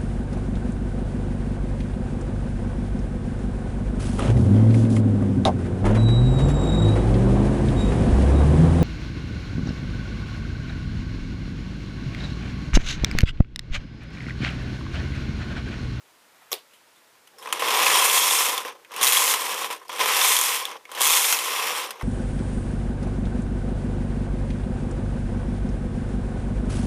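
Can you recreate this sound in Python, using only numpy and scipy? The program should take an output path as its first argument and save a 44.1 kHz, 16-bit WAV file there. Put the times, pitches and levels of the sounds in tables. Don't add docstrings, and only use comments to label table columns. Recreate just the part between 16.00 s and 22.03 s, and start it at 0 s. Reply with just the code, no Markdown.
import sys
import numpy as np
from scipy import signal
from scipy.fft import rfft, irfft
from scipy.io import wavfile
from scipy.ndimage import uniform_filter1d, minimum_filter1d

SR = 44100
rng = np.random.default_rng(int(sys.argv[2]) if len(sys.argv) > 2 else 0)


def dump(signal):
    limited = np.clip(np.atleast_2d(signal).T, -1, 1)
    pcm = np.round(limited * 32767).astype(np.int16)
    wavfile.write(sys.argv[1], SR, pcm)


def nominal_scale(level):
    x = np.asarray(level, float) / 20
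    return 10 ** x


N = 265903

# f/Hz, level/dB (per Hz)
NEEDLE_TONE = [(2350, -54), (4000, -4.5), (4470, -12), (5700, -2.5), (6250, 3), (8210, -3.5), (9220, -1),
               (12300, -2.5), (15400, -9), (15700, -15), (16000, -74)]
# f/Hz, level/dB (per Hz)
SCRAPE_TONE = [(760, -44), (1300, -2.5), (1440, -11), (1660, -6), (2130, -0.5), (3030, -1.5), (3350, -0.5),
               (4440, -12), (5000, -9), (6500, -5), (11000, -120)]
# f/Hz, level/dB (per Hz)
BED_TONE = [(24, -101), (40, -71), (81, -41.5), (167, -33), (214, -25), (280, -25), (322, -17), (383, -16),
            (477, -6.5), (663, -15), (813, -6), (894, -8), (1030, 1.5), (1360, -12), (1700, -13.5),
            (2210, -20), (3740, -120)]


def carriage():
    rattle_db, scrape_db, drone_db, rumble_db = minimum_filter1d(parts_db(), size=150) + lift()
    beat_db = needle_beat()
    judder_db = 1.1 * drift(35)

    impacts = contacts(per_s=5000, spread_db=3.0, smooth=1.0)
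    rattle = colour(impacts * nominal_scale(rattle_db - 1.5 + beat_db + judder_db), NEEDLE_TONE)
    scrape_gain_db = scrape_db - 0.5 + 0.43 * beat_db + judder_db + 1.13 * drift(55)
    scrape = colour(impacts * nominal_scale(scrape_gain_db), SCRAPE_TONE)
    rings = latches(nominal_scale(0.56 * rattle_db + 0.4 * scrape_db - 2.5 + beat_db + judder_db))

    knocks = contacts(per_s=700, spread_db=2.0, smooth=1.0)
    drone = colour(knocks * nominal_scale(drone_db + 0.37 + 0.9 * beat_db + judder_db), BED_TONE)
    rumble = colour(knocks[::-1] * nominal_scale(rumble_db + 9.0 + 0.38 * judder_db), BED_TONE)
    table_top_hz = 650
    above = signal.butter(4, table_top_hz, "high", fs=SR, output="sos")
    below = signal.butter(4, table_top_hz, "low", fs=SR, output="sos")
    return rattle + scrape + rings + signal.sosfilt(above, drone) + signal.sosfilt(below, rumble)


# t/s, push level/dB, share of the cams filled with needles (0-1)
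PUSH = [
    [(1.33, -76, 0.1), (1.46, -44.5, 0.33), (1.58, -34.5, 0.2), (1.64, -28, .3), (1.85, -22.5, 0.4),
     (2.19, -24, 0.87), (2.48, -27, 0.81), (2.69, -40.5, 0.3), (2.78, -66.5, .05)],
    [(2.886, -75, 0.1), (2.916, -45.5, 0.35), (3.006, -32.5, 0.24), (3.026, -24, 0.96),
     (3.335, -26.5, 0.95), (3.38, -32.5, 0.74), (3.65, -32.5, 0.58), (3.73, -35.5, 0.53),
     (3.79, -54.5, 0.67)],
    [(3.866, -59.5, 0.7), (3.9, -38, 0), (3.98, -36.5, 0.4), (4.0, -25, 0.04), (4.3, -23.5, 0.82),
     (4.576, -30.5, 0.75), (4.65, -39, 0.4), (4.73, -41, 0), (4.83, -70, .05)],
    [(4.87, -64, .05), (4.912, -46.5, 0.35), (4.992, -32.5, 0.25), (5.012, -24, 0.93), (5.33, -27, 0.94),
     (5.39, -32.5, 0.73), (5.636, -29, 0.45), (5.84, -33.5, 0.47), (5.95, -51, .05)],
    [(5.98, -53.5, .05), (6.03, -44, 0.2)],
]
# level/dB at an easy push, share of the push followed, gain with full cams/dB, share of the weight felt
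RATTLE = (-39.5, 1.1773, 13, -0.5)
SLIDE = (-31.5, 1, -0.5, 0)
DRONE = (-31.5, 0.83, -3.5, 0.84)
RUMBLE = (-38, 0.64, -7.5, 1.5)


def parts_db():
    push_db, filled = in_time([row for stroke in PUSH for row in stroke], outside=-99)
    filled = np.clip(filled, 0, 1)
    easy_push_db = -32
    _, _, weight_db, _ = travel()
    levels = []
    for level_db, follows, full_db, bears in (RATTLE, SLIDE, DRONE, RUMBLE):
        levels.append(level_db + follows * (push_db - easy_push_db) + full_db * filled + bears * weight_db)
    return levels


# start t/s, end t/s, top speed/needles per s, roundness of the speed arch,
# weight on the bed level/dB
STROKES = [
    (1.33, 2.83, 190, 1.08, 1.5),
    (2.83, 3.84, 172, .68, 1.5),
    (3.84, 4.83, 270, 1.2, -1),
    (4.83, 6.02, 213, 0.65, 0),
]
# t/s, extra beat depth level/dB
ENTRIES = [
    (1.6237, 1.5),
    (3.0285, 10),
    (3.992, 1.5),
    (5.0165, 9),
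]


def travel():
    start, end, top, roundness, weight_db = np.transpose(STROKES)
    entry, extra_db = np.transpose(ENTRIES)
    creep_per_s, fill_s = 23, 0.085
    t = np.arange(N) / SR
    k = np.clip(np.searchsorted(start, t) - 1, 0, None)
    turn = np.pi * np.clip((t - start[k]) / (end - start)[k], 0, 1)
    arch = np.sin(turn) ** roundness[k]
    per_s = np.maximum(top[k] * arch, creep_per_s)

    few_db = extra_db[k] * (t > entry[k]) * np.exp(-np.abs(t - entry[k]) / fill_s)
    depth_db = 1.5 * (top[k] / per_s) ** 0.78 + few_db

    overhang_db = 1
    far = np.cos(turn) * (-1) ** k / 2
    return per_s, depth_db, weight_db[k] + overhang_db * far, (entry[k] * SR).astype(int)


def needle_beat():
    per_s, depth_db, _, entry = travel()
    needles = np.cumsum(per_s * (1 + 0.03 * drift(40))) / SR
    needles = needles - needles[entry] % 1 + 1
    strength = 0.072 * rng.standard_normal(N // 50)[needles.astype(int)]
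    saw = 1 - 2 * (needles % 1)
    beat_db = uniform_filter1d(depth_db * (saw + strength), size=60)
    return beat_db - 10 * np.log10(uniform_filter1d(nominal_scale(2 * beat_db), size=2000))


def contacts(per_s, spread_db, smooth):
    sizes = nominal_scale(spread_db * np.minimum(rng.exponential(1, N), 4.2)) * rng.choice([-1, 1], N)
    hits = rms_one(sizes * (rng.random(N) < per_s / SR))
    return rms_one(hits + smooth * rng.standard_normal(N))


# f/Hz, level/dB, time to fall 60 dB t/s
LATCHES = [(2153, -8.5, 0.098), (2594, -1.5, 0.037), (3190, -5, 0.032), (3280, -1, 0.026),
           (3570, 0.5, 0.018), (5530, -1, 0.015), (6300, -11, 0.051), (6530, -5.5, 0.014),
           (8300, -2, 0.011), (8900, -0.5, 0.029), (11200, -34, .01), (11900, -2, 0.011)]


def latches(gain):
    taps = gain * contacts(per_s=1400, spread_db=3.0, smooth=0)
    dealt = rng.integers(0, len(LATCHES), N)
    out = np.zeros(N)
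    for k, (hz, level_db, t60) in enumerate(LATCHES):
        r = nominal_scale(-60 / (t60 * SR))
        w = 2 * np.pi * hz / SR
        part_gain = nominal_scale(level_db + 6.3 * np.tanh(drift(2.9)))
        struck = taps * (dealt == k) * part_gain * np.sqrt(1 - r * r)
        out += signal.lfilter([0.5, 0, -0.5], [1, -2 * r * np.cos(w), r * r], struck + 1e-18)
    return out


# free t/s, stall t/s, level/dB
STALLS = [
    (1.5255, .02, -3.5),
    (1.594, .02, -4),
    (2.6495, 0.025, -6),
    (2.9385, 0.014, -5),
    (2.9622, .015, -2),
    (3.702, 0.041, -8),
    (3.992, .02, -1),
    (4.057, 0.016, -3.5),
    (4.9154, .015, -3),
]


def lift():
    free, t = np.zeros(N), np.arange(N) / SR
    lift_db, lift_s = -4.5, 0.004
    for s, *_ in all_blows():
        free[round((s - lift_s) * SR):round(s * SR)] = lift_db
    for s, stall_s, level_db in STALLS:
        free += level_db * np.clip(1.9 * (1 + (t - s) / stall_s), 0, 1) * (t < s)
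    return uniform_filter1d(free, size=50)


# top level/dB, body level/dB, thud level/dB (all relative to the peak), decay t/s
TICK = (-7, -7, -13, 0.17)
FLIP = (-21, -11, -15, .024)
TRIP = (-5.5, -13, -16, .019)
THUMP = (-16, -14, 8.5, 0.06)
SNAP = (-4, -13, -24, 0.03)
CLACK = (-4, -19, -3.5, 0.04)
KNOCK = (-15, -2, 3.5, 0.02)
CRASH = (2, -3, -10, .02)
SCUFF = (1.5, 5, -6, 0.04)
# t/s, peak level/dB, ring f/Hz
TICKS = [
    (.7094, -54, 2600),
    (.734, -47, 2940),
    (.7484, -53, 2540),
    (.9594, -52, 3540),
    (1.384, -38, 5400),
    (1.411, -43, 3670),
    (1.4242, -35.5, 3130),
    (1.555, -32, 2800),
    (1.594, -21.5, 2800),
]
# t/s, peak level/dB, ring f/Hz
FLIPS = [
    (2.8478, -31.5, 2250),
    (4.8534, -27, 2180),
]
# t/s, peak level/dB, ring f/Hz
TRIPS = [
    (2.578, -9, 3500),
    (4.653, -12.5, 3470),
    (2.9174, -29.5, 3160),
    (3.8815, -33, 5000),
]
# t/s, peak level/dB, ring f/Hz
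THUMPS = [
    (3.8143, -42.5, 1200),
    (4.7538, -36, 1100),
    (6.0098, -30, 1050),
]
# t/s, peak level/dB, ring f/Hz
SNAPS = [
    (1.7986, -16, 2350),
    (2.513, -27, 3190),
    (3.122, -10, 3300),
    (3.1696, -5.5, 3330),
    (4.3655, -7, 3300),
    (5.388, -15, 3140),
    (3.0686, -5, 3700),
]
# t/s, peak level/dB, ring f/Hz
CLACKS = [(1.703, -19, 2660), (2.6021, -29, 2940), (2.9372, -31, 2060), (2.9624, -22, 2650),
          (3.0112, -14.5, 3550), (3.542, -20, 3250), (3.9274, -26.5, 3120), (4.0574, -16, 2630),
          (4.7117, -31, 2217), (4.9156, -28, 3220), (4.949, -26, 3300), (5.0002, -21, 3240),
          (5.0064, -12, 3280), (6.0214, -37, 2730)]
# t/s, peak level/dB, ring f/Hz
KNOCKS = [(1.153, -52, 3020), (3.6432, -19, 1100), (1.621, -13.5, 905), (1.4573, -28, 2010),
          (1.4727, -27, 2610), (1.5025, -35, 2150), (2.4854, -16.5, 3280), (2.6245, -42, 1830),
          (2.6493, -20, 1300), (2.9083, -35.5, 2030), (3.7023, -20.5, 1120), (3.8932, -28, 1120),
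          (3.992, -23, 2220), (4.8918, -39, 2150), (4.9745, -26, 1830), (5.7048, -21, 3120)]
# t/s, peak level/dB, ring f/Hz
CRASHES = [
    (3.0293, -6, 3240),
    (3.7265, -25, 2410),
    (4.246, -14, 2300),
    (4.388, -12, 3300),
    (4.4122, -10.5, 7500),
    (4.437, -14, 3300),
    (5.016, -12, 3320),
]
# t/s, peak level/dB, ring f/Hz
SCUFFS = [
    (1.273, -47, 2800),
    (1.5255, -16, 2660),
    (3.338, -14, 2960),
    (5.3245, -13.5, 6500),
    (5.906, -26, 5140),
    (4.553, -23, 2600),
    (3.709, -28.5, 2500),
]


def all_blows():
    kinds = ((TICK, TICKS), (FLIP, FLIPS), (TRIP, TRIPS), (THUMP, THUMPS), (SNAP, SNAPS),
             (CLACK, CLACKS), (KNOCK, KNOCKS), (CRASH, CRASHES), (SCUFF, SCUFFS))
    return [tuple(row) + tuple(kind) for kind, rows in kinds for row in rows]


def clicks():
    length = 9000
    ring, body, top, thud = np.zeros((4, N + length))
    ring_width_hz = 320
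    r = np.exp(-np.pi * ring_width_hz / SR)
    for s, peak_db, hz, top_db, body_db, thud_db, decay_s in all_blows():
        start = round(s * SR)
        at = slice(start, start + length)
        crack = nominal_scale(peak_db - 8) * burst(rng.standard_normal(length), decay_s)
        push = nominal_scale(-17.5) * crack
        push[12] += nominal_scale(peak_db - 9.5)
        w = 2 * np.pi * hz / SR
        ring[at] += signal.lfilter([1, 0, -1], [1, -2 * r * np.cos(w), r * r], push)
        body[at] += nominal_scale(body_db) * crack
        top[at] += nominal_scale(top_db + 4.0) * crack
        thud[at] += nominal_scale(thud_db + 4.5) * crack
    return (ring + colour(body, SCRAPE_TONE) + colour(top, NEEDLE_TONE) + colour(thud, BED_TONE))[:N]


def burst(noise, decay_s):
    t = np.arange(len(noise)) / SR
    tail_db, tail_t60_s = -17.5, 0.2
    tail = nominal_scale(tail_db - 60 * t / tail_t60_s) * np.minimum(t / 0.01, 1)
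    dull = signal.lfilter(*signal.butter(1, 4000, fs=SR), noise[::-1])
    direct = nominal_scale(-60 * t / max(decay_s, 0.004)) * np.minimum(t / 0.0007, 1)
    return noise * direct + dull * tail


# t/s, peak level/dB, decay t/s
HANDLE_HITS = [
    (.5068, -43, 0.0092),
    (.5162, -23.5, 0.04),
    (.519, -26, 0.021),
    (.5235, -23.5, 0.024),
]
# t/s, peak level/dB, decay t/s
TIP_HITS = [
    (.5288, -10.5, 0.01),
    (.5325, -43, 0.046),
    (.5375, -27.5, .05),
]
# f/Hz, level/dB (per Hz)
HANDLE_TONE = [(88, -52), (150, -29), (457, 0), (837, -12), (1140, 5.5), (1390, -10), (2760, -12),
               (3420, -3), (4490, -25), (5460, -1), (9630, -18), (11900, -3), (15100, -15), (16000, -33)]
# f/Hz, level/dB (per Hz)
TIP_TONE = [(88, -52), (150, -28), (457, -0.5), (1080, -9.5), (1240, -14), (1760, -12.5), (2920, -3.5),
            (3700, -2), (4760, -4), (6020, -13.5), (11700, -5), (15100, -8), (16000, -26)]


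def tool():
    out = np.zeros(N)
    for hits, tone in ((HANDLE_HITS, HANDLE_TONE), (TIP_HITS, TIP_TONE)):
        for s, peak_db, decay_s in hits:
            start = round(s * SR)
            hit = burst(rng.standard_normal(9000), decay_s)
            out[start:start + 9000] += nominal_scale(peak_db) * colour(hit, tone)
    return out


# f/Hz, level/dB (per Hz)
RUSTLE_TONE = [(400, -20), (900, -2), (1500, -2), (2500, -8), (5000, -19)]


def yarn():
    middle_s, span_s, level_db = 0.43, 0.1, -59
    swell_db = -5.0 * ((np.arange(N) / SR - middle_s) / span_s) ** 2
    return colour(rng.standard_normal(N) * nominal_scale(level_db + swell_db + 2.5 * drift(25)), RUSTLE_TONE)


# f/Hz, level/dB (per Hz)
AIR_TONE = [(18, -52), (30, -25.5), (233, -8), (336, -5.5), (666, -3), (801, -5), (866, -2), (1910, -5.5),
            (2060, -6), (5900, -12), (11700, -14.5), (14800, -17), (16000, -27)]


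def room_air():
    return nominal_scale(-58) * colour(rng.standard_normal(N), AIR_TONE)


def rms_one(x):
    return x / np.sqrt(np.mean(x ** 2) + 1e-20)


def in_time(rows, outside=None):
    s, *columns = np.transpose(rows)
    return [np.interp(np.arange(N) / SR, s, c, outside, outside) for c in columns]


def colour(x, spectrum):
    first_hz, first_db = spectrum[0]
    points = [(first_hz / 8, first_db - 40)] + list(spectrum)
    hz, level_db = np.transpose(points)
    grid = np.arange(2049) * SR / 4096 + 1
    cepstrum = irfft(np.interp(np.log(grid), np.log(hz), level_db) * np.log(10) / 20)
    cepstrum[1:2048] *= 2
    cepstrum[2049:] = 0
    kernel = irfft(np.exp(rfft(cepstrum)))
    return signal.fftconvolve(x, kernel / np.linalg.norm(kernel))[:len(x)]


def drift(rate):
    r = np.exp(-2 * np.pi * rate / SR)
    slow = signal.lfilter([1], [1, -2 * r, r * r], rng.standard_normal(N + SR))[SR:]
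    return rms_one(slow)


def scene():
    no_bass = signal.butter(2, 97, "high", fs=SR, output="sos")
    machine = signal.sosfilt(no_bass, carriage() + clicks() + tool())
    return (machine + room_air() + yarn())[None]


def low_pass(x):
    return signal.sosfilt(signal.butter(12, 16610, fs=SR, output="sos"), x)


def record(dry):
    limit, cutoff_hz = 0.66, 16000
    allowed = np.minimum(1, limit / (np.abs(dry) + 1e-9))
    gain = uniform_filter1d(minimum_filter1d(allowed, size=121), size=61)
    steep = signal.cheby2(12, 50, cutoff_hz, fs=SR, output="sos")
    mix = signal.sosfilt(steep, gain * dry)
    return low_pass(mix)


dry = scene()
out = record(dry)
dump(out)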